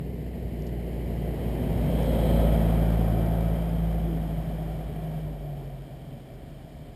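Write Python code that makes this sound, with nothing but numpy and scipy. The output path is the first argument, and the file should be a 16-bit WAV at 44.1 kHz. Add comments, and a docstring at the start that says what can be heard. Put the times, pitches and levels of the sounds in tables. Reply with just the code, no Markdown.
"""The exhaust of an old sports car with an air-cooled flat-four drones as it rounds a country bend and goes by.
It is a sum of harmonics of the firing rate, with weaker tones from unequal cylinders and a pipe resonance.
Coloured noise makes the roar of tyres and gas, the clatter and the rumble; the fan whines as the tail swings by.
The throttle closes in the distance. A short falling tone, dry ticks and faint open air complete the scene.
A 12 kHz sample-and-hold adds a thin fizz on top."""
import sys
import numpy as np
from scipy import signal
from scipy.fft import rfft, irfft, next_fast_len
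from scipy.io import wavfile

SR = 44100
rng = np.random.default_rng(int(sys.argv[2]) if len(sys.argv) > 2 else 0)


def generate_wav(sig):
    """Save sig (samples, or channels by samples) to the path in sys.argv[1] as 16-bit PCM at SR."""
    pcm = np.round(np.clip(np.atleast_2d(sig).T, -1, 1) * 32767).astype(np.int16)
    wavfile.write(sys.argv[1], SR, pcm)


N = 306495
TIME = np.arange(N) / SR


def amp(db):
    """Level definition: decibels to amplitude gain."""
    return 10 ** (np.asarray(db) / 20)


def unit(x):
    """Normalisation: scales to an rms of one."""
    return x / np.sqrt(np.mean(x ** 2) + 1e-20)


def curve(rows, column=1):
    """Linear interpolation: one column of a table, joined by straight lines over time."""
    table = np.transpose(rows)
    return np.interp(TIME, table[0], table[column])


def ramp(start_s, length_s):
    """Linear transition: goes from zero to one over the given time."""
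    return np.clip((TIME - start_s) / max(length_s, 1 / SR), 0, 1)


def swells(rows, skirt=3.0):
    """Superposition of bells: gain that rises and falls once for each row."""
    gain = 0
    for centre_s, half_width_s, db in rows:
        distance = (TIME - centre_s) / half_width_s
        gain = gain + amp(db) * (1 + distance ** 2 / skirt) ** -skirt
    return gain


def waver(rate_hz):
    """Low-pass random modulation: smooth chance of rms one, mostly below the given rate."""
    step = 100  # samples between the points of the slow curve
    spectrum = rfft(rng.standard_normal(N // step + 2))
    hz = np.linspace(0, SR / step / 2, len(spectrum))
    slow = irfft(spectrum / (1 + (hz / rate_hz) ** 4))
    return unit(np.interp(np.arange(N) / step, np.arange(len(slow)), slow))


def colour(x, points):
    """Linear filtering: shapes the spectrum through (frequency [Hz], level [dB per Hz]) points."""
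    points_hz, points_db = np.transpose(points)
    size = next_fast_len(N)
    hz = np.fft.rfftfreq(size, 1 / SR)
    low_skirt = np.minimum(hz / points_hz[0], 1) ** 2
    high_skirt = np.minimum(points_hz[-1] / (hz + 1), 1) ** 4
    db = np.interp(np.log(hz + 1), np.log(points_hz), points_db)
    return irfft(rfft(x, size) * low_skirt * high_skirt * amp(db), size)[:N]


# When the car is level with the microphone, how near and how fast, and when the driver lifts off
LEVEL_S, NEAREST_M, CAR_M_PER_S, LIFT_S = 2.174, 7.4, 14.4, 5.19


def passing(peak_db, lag_s, coming_db, going_db, lift_db, lift_takes_s):
    """Distance law: gain of one part falls per doubling of distance, and again when the throttle closes."""
    along_m = CAR_M_PER_S * (TIME - LEVEL_S - lag_s)
    doublings = np.log2(np.hypot(NEAREST_M, along_m) / NEAREST_M)
    db_per_doubling = np.where(along_m < 0, coming_db, going_db)
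    return amp(peak_db - db_per_doubling * doublings - lift_db * ramp(LIFT_S, lift_takes_s))


# Side of the car that faces the microphone: (time [s], side [0 nose, 1 flank, 2 tail])
FACING = [(.9, 0.036), (1.6, .62), (2.55, 1.1), (2.8, 1.57), (3.6, 1.43), (4.8, 1.93)]


def by_facing(x, spectra, band):
    """Directivity: blends the colours of nose, flank and tail, each of rms one within the band."""
    sos = signal.butter(4, band, "bandpass", fs=SR, output="sos")
    facing = np.clip(curve(FACING), 0, 2)
    out = 0
    for side, points in enumerate(spectra):
        coloured = colour(x, points)
        share = np.maximum(1 - abs(facing - side), 0)
        out = out + share * coloured / np.std(signal.sosfilt(sos, coloured))
    return out


# Strength of the four firings of one engine cycle: (level [dB])
CYLINDERS = [0.38, 0.085, -0.094, -0.26]


def puffs(turns, depth, decay):
    """Amplitude modulation: noise swells at each firing, by the strength of that cylinder."""
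    strength = amp(CYLINDERS)[np.floor(turns).astype(int) % len(CYLINDERS)]
    swell = 1 + depth * np.exp(-(turns % 1) / decay)
    return strength * swell * rng.standard_normal(N)


# Engine firings as heard at the roadside: (time [s], firing rate [Hz])
FIRING_RATE = [(0, 62.16), (.7, 59.16), (1.2, 57.9), (1.7, 57.51), (2.3, 55.91), (2.6, 55.58), (3.1, 55.32),
               (3.6, 55.84), (4.1, 55.1), (4.4, 54.2), (5.15, 52.46), (5.3, 50.86), (5.7, 45.44),
               (6.3, 42.63), (6.95, 41.83)]


def firing_turns():
    """Phase is the integral of frequency: firings counted since the start."""
    return np.cumsum(curve(FIRING_RATE)) / SR


# How the exhaust carries, one row each for harmonics 1 to 4; parts that sound backwards peak late:
# (gain when nearest [dB], lag [s], loss per doubling of distance coming [dB], same going [dB],
#  loss off the throttle [dB], time this takes [s])
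DRONE = [(-23, 0.5, 6, 5.4, 9.5, 0.87), (-30, 0.76, 6.5, 4.7, 20, 0.48), (-28.5, 0.58, 7, 3.28, 20, 1.46),
         (-36.5, 0.51, 5.5, 11.9, 17, .45)]
# How the tones of the unequal cylinders carry: same columns
BOOM = (-28.5, 0.22, 7.5, 6, 19, 0.5)
# Tones of the unequal cylinders: (multiple of the firing rate, level against the boom [dB])
UNEVEN = [(.75, -26), (1.25, -20), (1.5, -13), (1.75, -21), (2.25, -21), (2.5, -9.5), (2.75, -11.5),
          (3.25, -17), (3.5, -18), (3.75, -12), (4.25, -12.5), (4.5, -21), (4.75, -21.5)]
# The whole drone sags at about 1.6 s, recovers as the car passes, and swells once near 3.85 s:
# (time [s], gain [dB])
SURGE = [(0, -1.5), (1.1, 0.9), (1.6, -3), (2.05, 0), (2.4, 0), (2.7, -0.9), (3.7, -0.3), (3.85, 2.4),
         (4.6, -2)]
# Resonance of the exhaust pipe, which lifts a harmonic that slides through it
PIPE_HZ, PIPE_WIDTH_HZ, PIPE_DB = 141.8, 19.7, 8
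# The drone turns hollow as the car draws away: its 2nd harmonic drops
HOLLOW_S, HOLLOW_TAKES_S, HOLLOW_DB = 3.5, 0.17, 9


def exhaust(turns, flutter=0.047, swing_db=0.32, jitter=0.026, smear=0.22):
    """Fourier series: harmonics of the firing rate, and quarter steps from the four-cylinder cycle."""
    gains = [amp(curve(SURGE)) * passing(*part) for part in DRONE]
    gains[1] = gains[1] * amp(-HOLLOW_DB * ramp(HOLLOW_S, HOLLOW_TAKES_S))
    out = np.zeros(N)
    for k, gain in enumerate(gains, 1):
        detuning = 2 * (k * curve(FIRING_RATE) - PIPE_HZ) / PIPE_WIDTH_HZ
        pipe_db = PIPE_DB / (1 + detuning ** 2)
        # pulses are sharp from the front; towards the tail the higher harmonics lag and spread them out
        phase = 2 * np.pi * k * turns - smear * curve(FACING) * k ** 2 + jitter * k * waver(19)
        # outdoors, higher harmonics fade in and out more
        fading = amp(pipe_db + swing_db * k * waver(2.4)) * (1 + flutter * waver(2.9))
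        out -= gain * fading * np.cos(phase)
    boom = passing(*BOOM)
    for multiple, db in UNEVEN:
        quarter_step = np.round(4 * multiple) / 4
        tone = np.cos(2 * np.pi * (quarter_step * turns + rng.random()))
        out += boom * amp(db) * (1 + 0.26 * waver(1.7)) * tone
    return np.sqrt(2) * out


def growl(turns, drift=0.45):
    """Periodicity gives a line spectrum: a ragged gas burst returns every four firings, as a dense comb."""
    cycles = turns / len(CYLINDERS)
    comb = 0
    for k in range(20, 64):
        comb = comb + np.cos(2 * np.pi * (k * cycles + rng.random()) + drift * waver(3))
    # as strong per Hz as white noise of rms one
    return 2 * np.sqrt(np.gradient(cycles)) * comb


# How tyres and exhaust gas carry: (gain when nearest [dB], lag [s], loss per doubling coming [dB],
# same going [dB], loss off the throttle [dB], time this takes [s])
ROAR = (-30.5, 0.19, 5.9, 5, 4.3, 0.56)
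# Brief swells of the roar as the car draws away: (time [s], half-width [s], gain [dB])
ROAR_SWELLS = [(3.27, 0.2, -48), (5.63, 0.032, -50.5)]
# Roar heard from nose, flank and tail: (frequency [Hz], level [dB per Hz])
ROAR_NOSE = [(150, 1), (240, -11), (300, -3), (390, 2), (470, -2.5), (550, -8.5), (680, -7), (900, -22.5),
             (1400, -56)]
ROAR_FLANK = [(150, -5.5), (240, 5.5), (300, -1.5), (440, -3), (540, 0), (660, -3), (780, -9), (900, -11),
              (1400, -42.5)]
ROAR_TAIL = [(150, -8), (240, -4), (330, -1.5), (410, -0.5), (470, -6.5), (600, -0.5), (720, 0),
             (820, -11.5), (980, -15.5), (1400, -26.5)]
# Band in which the roar has rms one: (lower edge [Hz], upper edge [Hz])
ROAR_BAND = (240, 900)


def roar(turns, locked=0.3):
    """Power addition of incoherent sources: dark tyre noise and growling gas, the latter a locked share."""
    gas = np.sqrt(locked) * growl(turns)
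    rush = np.sqrt(1 - locked) * unit(puffs(turns, depth=0.086, decay=0.4))
    gain = passing(*ROAR) + swells(ROAR_SWELLS)
    return gain * by_facing(gas + rush, (ROAR_NOSE, ROAR_FLANK, ROAR_TAIL), ROAR_BAND)


# How the valve gear and tread hiss carry: (gain when nearest [dB], lag [s], loss per doubling coming [dB],
# same going [dB], loss off the throttle [dB], time this takes [s])
CLATTER = (-47.5, 0.1, 5.5, 4, 3, 0.1)
# Engine clatter and tread hiss from nose, flank and tail: (frequency [Hz], level [dB per Hz])
HISS_NOSE = [(700, 0), (1000, -2), (1350, -10.5), (2000, 2), (2350, -2.5), (2650, -6.5), (3050, -2),
             (3500, -15.5), (3950, -12.5), (4400, -13), (5300, -16), (6000, -23)]
HISS_FLANK = [(700, -1), (1000, 7), (1400, 1), (1950, 4.5), (2400, 2), (2800, -2), (3150, 7), (3500, -4.5),
              (3900, -4), (4400, -10.5), (5300, -8), (6000, -19.5)]
HISS_TAIL = [(700, -17), (1000, -10), (1400, -5), (1850, 1), (2150, -3), (2340, 3.5), (2550, -7.5),
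             (2800, -5), (3130, 1.5), (3600, -8), (4400, -14), (5200, -11), (6000, -17.5)]
# Band in which the hiss has rms one: (lower edge [Hz], upper edge [Hz])
HISS_BAND = (1500, 5000)


def clatter(turns, grit_db=8, grit_per_s=200):
    """Random impulses on modulated noise: valve gear beats with the firings, grit crackles under the tread."""
    struck = rng.random(N) < grit_per_s / SR
    grit = rng.standard_normal(N) * struck * amp(grit_db)
    source = puffs(turns, depth=0.14, decay=0.34) + grit
    return passing(*CLATTER) * by_facing(source, (HISS_NOSE, HISS_FLANK, HISS_TAIL), HISS_BAND)


# The engine bay is heard directly as the car draws level: (time [s], half-width [s], gain [dB])
BAY = [(2.26, 0.3, -34)]
# Resonances of the bay: (frequency [Hz], width [Hz], relative level [dB])
BAY_MODES = [(553, 87, 1.5), (637, 51, -1), (3256, 210, -19), (3850, 680, -29.5)]


def engine_bay(turns):
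    """Cavity resonance: throbbing intake air rings in the space under the engine lid."""
    rush = puffs(turns, depth=0.32, decay=0.3)
    ringing = 0
    for hz, width, db in BAY_MODES:
        sos = signal.butter(2, [hz - width / 2, hz + width / 2], "bandpass", fs=SR, output="sos")
        ringing = ringing + amp(db) * signal.sosfilt(sos, rush)
    return swells(BAY) * unit(ringing)


# The whine swells twice as the tail swings by: (time [s], half-width [s], gain [dB])
FAN = [(2.45, 0.24, -51), (3.35, 0.31, -54)]
# Tones of the fan and its drive: (multiple of the firing rate, level against the whine [dB])
FAN_TONES = [(12, 10.5), (23.02, -5.5), (34.6, -11), (42, -9)]


def fan(turns, blur=0.03):
    """Rotating-blade tones: the belt-driven fan follows the engine; turbulence blurs its phase."""
    tones = 0
    for multiple, db in FAN_TONES:
        phase = 2 * np.pi * multiple * turns + blur * multiple * waver(19)
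        tones = tones + amp(db) * np.cos(phase)
    return np.sqrt(2) * swells(FAN) * tones


# How the air from the tread carries: (gain when nearest [dB], lag [s], loss per doubling coming [dB],
# same going [dB], loss off the throttle [dB], time this takes [s])
TREAD = (-50.5, .55, 13.5, 5.5, 5.5, 0)
# Rush of that air, thrown mostly backwards: (frequency [Hz], level [dB per Hz])
TREAD_COLOUR = [(750, -12), (980, 1), (1550, 0.5), (2100, -12.5)]


def tread():
    """Air-pumping noise: air squeezed out of the tread rushes near 1 kHz behind the car."""
    return passing(*TREAD) * unit(colour(rng.standard_normal(N), TREAD_COLOUR))


# A faint metallic chirp from the tail of the car: (time [s], half-width [s], gain [dB])
CHIRP = [(3.05, 0.78, -72)]
# Its spectrum: (frequency [Hz], level [dB per Hz])
CHIRP_COLOUR = [(4300, -35), (4750, 2), (4950, 3), (5400, -27)]


def chirp(turns, decay=0.2):
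    """Repeated decay: one short ring of metal, as band noise, in every engine cycle, of uneven strength."""
    cycle_phase = turns / len(CYLINDERS) % 1
    beat = np.exp(-cycle_phase / decay) * amp(3.5 * waver(8))
    return swells(CHIRP) * unit(colour(beat * rng.standard_normal(N), CHIRP_COLOUR))


# A brief low tone slides down as the car draws away: (time [s], frequency [Hz], level [dB])
SLIDE = [(4.03, 345.4, -52), (4.09, 344.4, -36), (4.13, 318.5, -40), (4.17, 268.6, -42), (4.23, 228.2, -44)]


def slide(blur=0.56):
    """Frequency modulation: a short falling tone, made fuzzy by random phase."""
    sounding = (TIME > SLIDE[0][0]) & (TIME < SLIDE[-1][0])
    phase = 2 * np.pi * np.cumsum(curve(SLIDE)) / SR + blur * waver(40.3)
    return np.sqrt(2) * sounding * amp(curve(SLIDE, column=2)) * np.cos(phase)


# Small dry ticks near the microphone: (time [s], gain [dB])
TICKS = [(.621, -51), (.667, -51), (.675, -50), (2.03, -49), (2.902, -55), (2.923, -52), (3.049, -57),
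         (3.407, -53)]
# Their spectrum: (frequency [Hz], level [dB per Hz])
TICK_COLOUR = [(2000, -20), (3800, 5), (5500, 9), (7500, -18), (10000, -20)]


def ticks(decay_s=0.0029):
    """Exponential decay: bright noise bursts a few milliseconds long."""
    envelope = 0
    for start_s, db in TICKS:
        envelope = envelope + amp(db) * (TIME >= start_s) * np.exp(-abs(TIME - start_s) / decay_s)
    return envelope * unit(colour(rng.standard_normal(N), TICK_COLOUR))


# The rumble gives way to clean tones while the tailpipe points at the microphone: (time [s], level [dB])
RUMBLE = [(0, -38), (1.3, -38), (1.75, -28.5), (2.5, -34.5), (2.9, -40), (3.7, -37.5), (5.3, -40),
          (5.8, -43), (6.95, -44.5)]
# Its spectrum: (frequency [Hz], level [dB per Hz])
RUMBLE_COLOUR = [(20, -21), (34, -18), (45, 2), (85, 1.5), (115, -1.5), (150, 9), (195, -6.5), (230, -1),
                 (300, -8.5), (400, -34)]


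def rumble():
    """Broadband noise: diffuse low sound of road and exhaust, between the engine's tones."""
    return amp(curve(RUMBLE)) * unit(colour(rng.standard_normal(N), RUMBLE_COLOUR))


# Faint steady hiss of the open air: (frequency [Hz], level [dB per Hz])
AIR = [(900, -21), (2000, -10), (3100, 4), (3800, 1.5), (5200, 0.5), (6000, -9)]


def air(level_db=-69):
    """Stationary background noise: the hiss that remains when the car is far away."""
    return amp(level_db) * unit(colour(rng.standard_normal(N), AIR))


def scene():
    """Superposition: one crankshaft times the engine's parts, and the other sounds add to them."""
    turns = firing_turns()
    engine = exhaust(turns) + clatter(turns) + engine_bay(turns) + fan(turns) + chirp(turns)
    car = engine + roar(turns) + tread()
    return (car + slide() + ticks() + rumble() + air())[None]


HOLD_HZ, EDGE_HZ = 12000, 15290  # sampling rate of the hold; upper band limit


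def record(dry):
    """Sample-and-hold imaging: the steps mirror the sound around 12 kHz; then the band limit."""
    coarse = signal.resample_poly(dry, HOLD_HZ, SR, axis=1, window=("kaiser", 8))
    stairs = np.repeat(coarse, 8, axis=1)  # each sample is held for eight fine steps
    held = signal.resample_poly(stairs, SR, 8 * HOLD_HZ, axis=1)[:, :N]
    low_pass = signal.firwin(1023, EDGE_HZ, window=("kaiser", 9), fs=SR)
    return signal.oaconvolve(held, low_pass[None], "same")


dry = scene()
out = record(dry)
generate_wav(out)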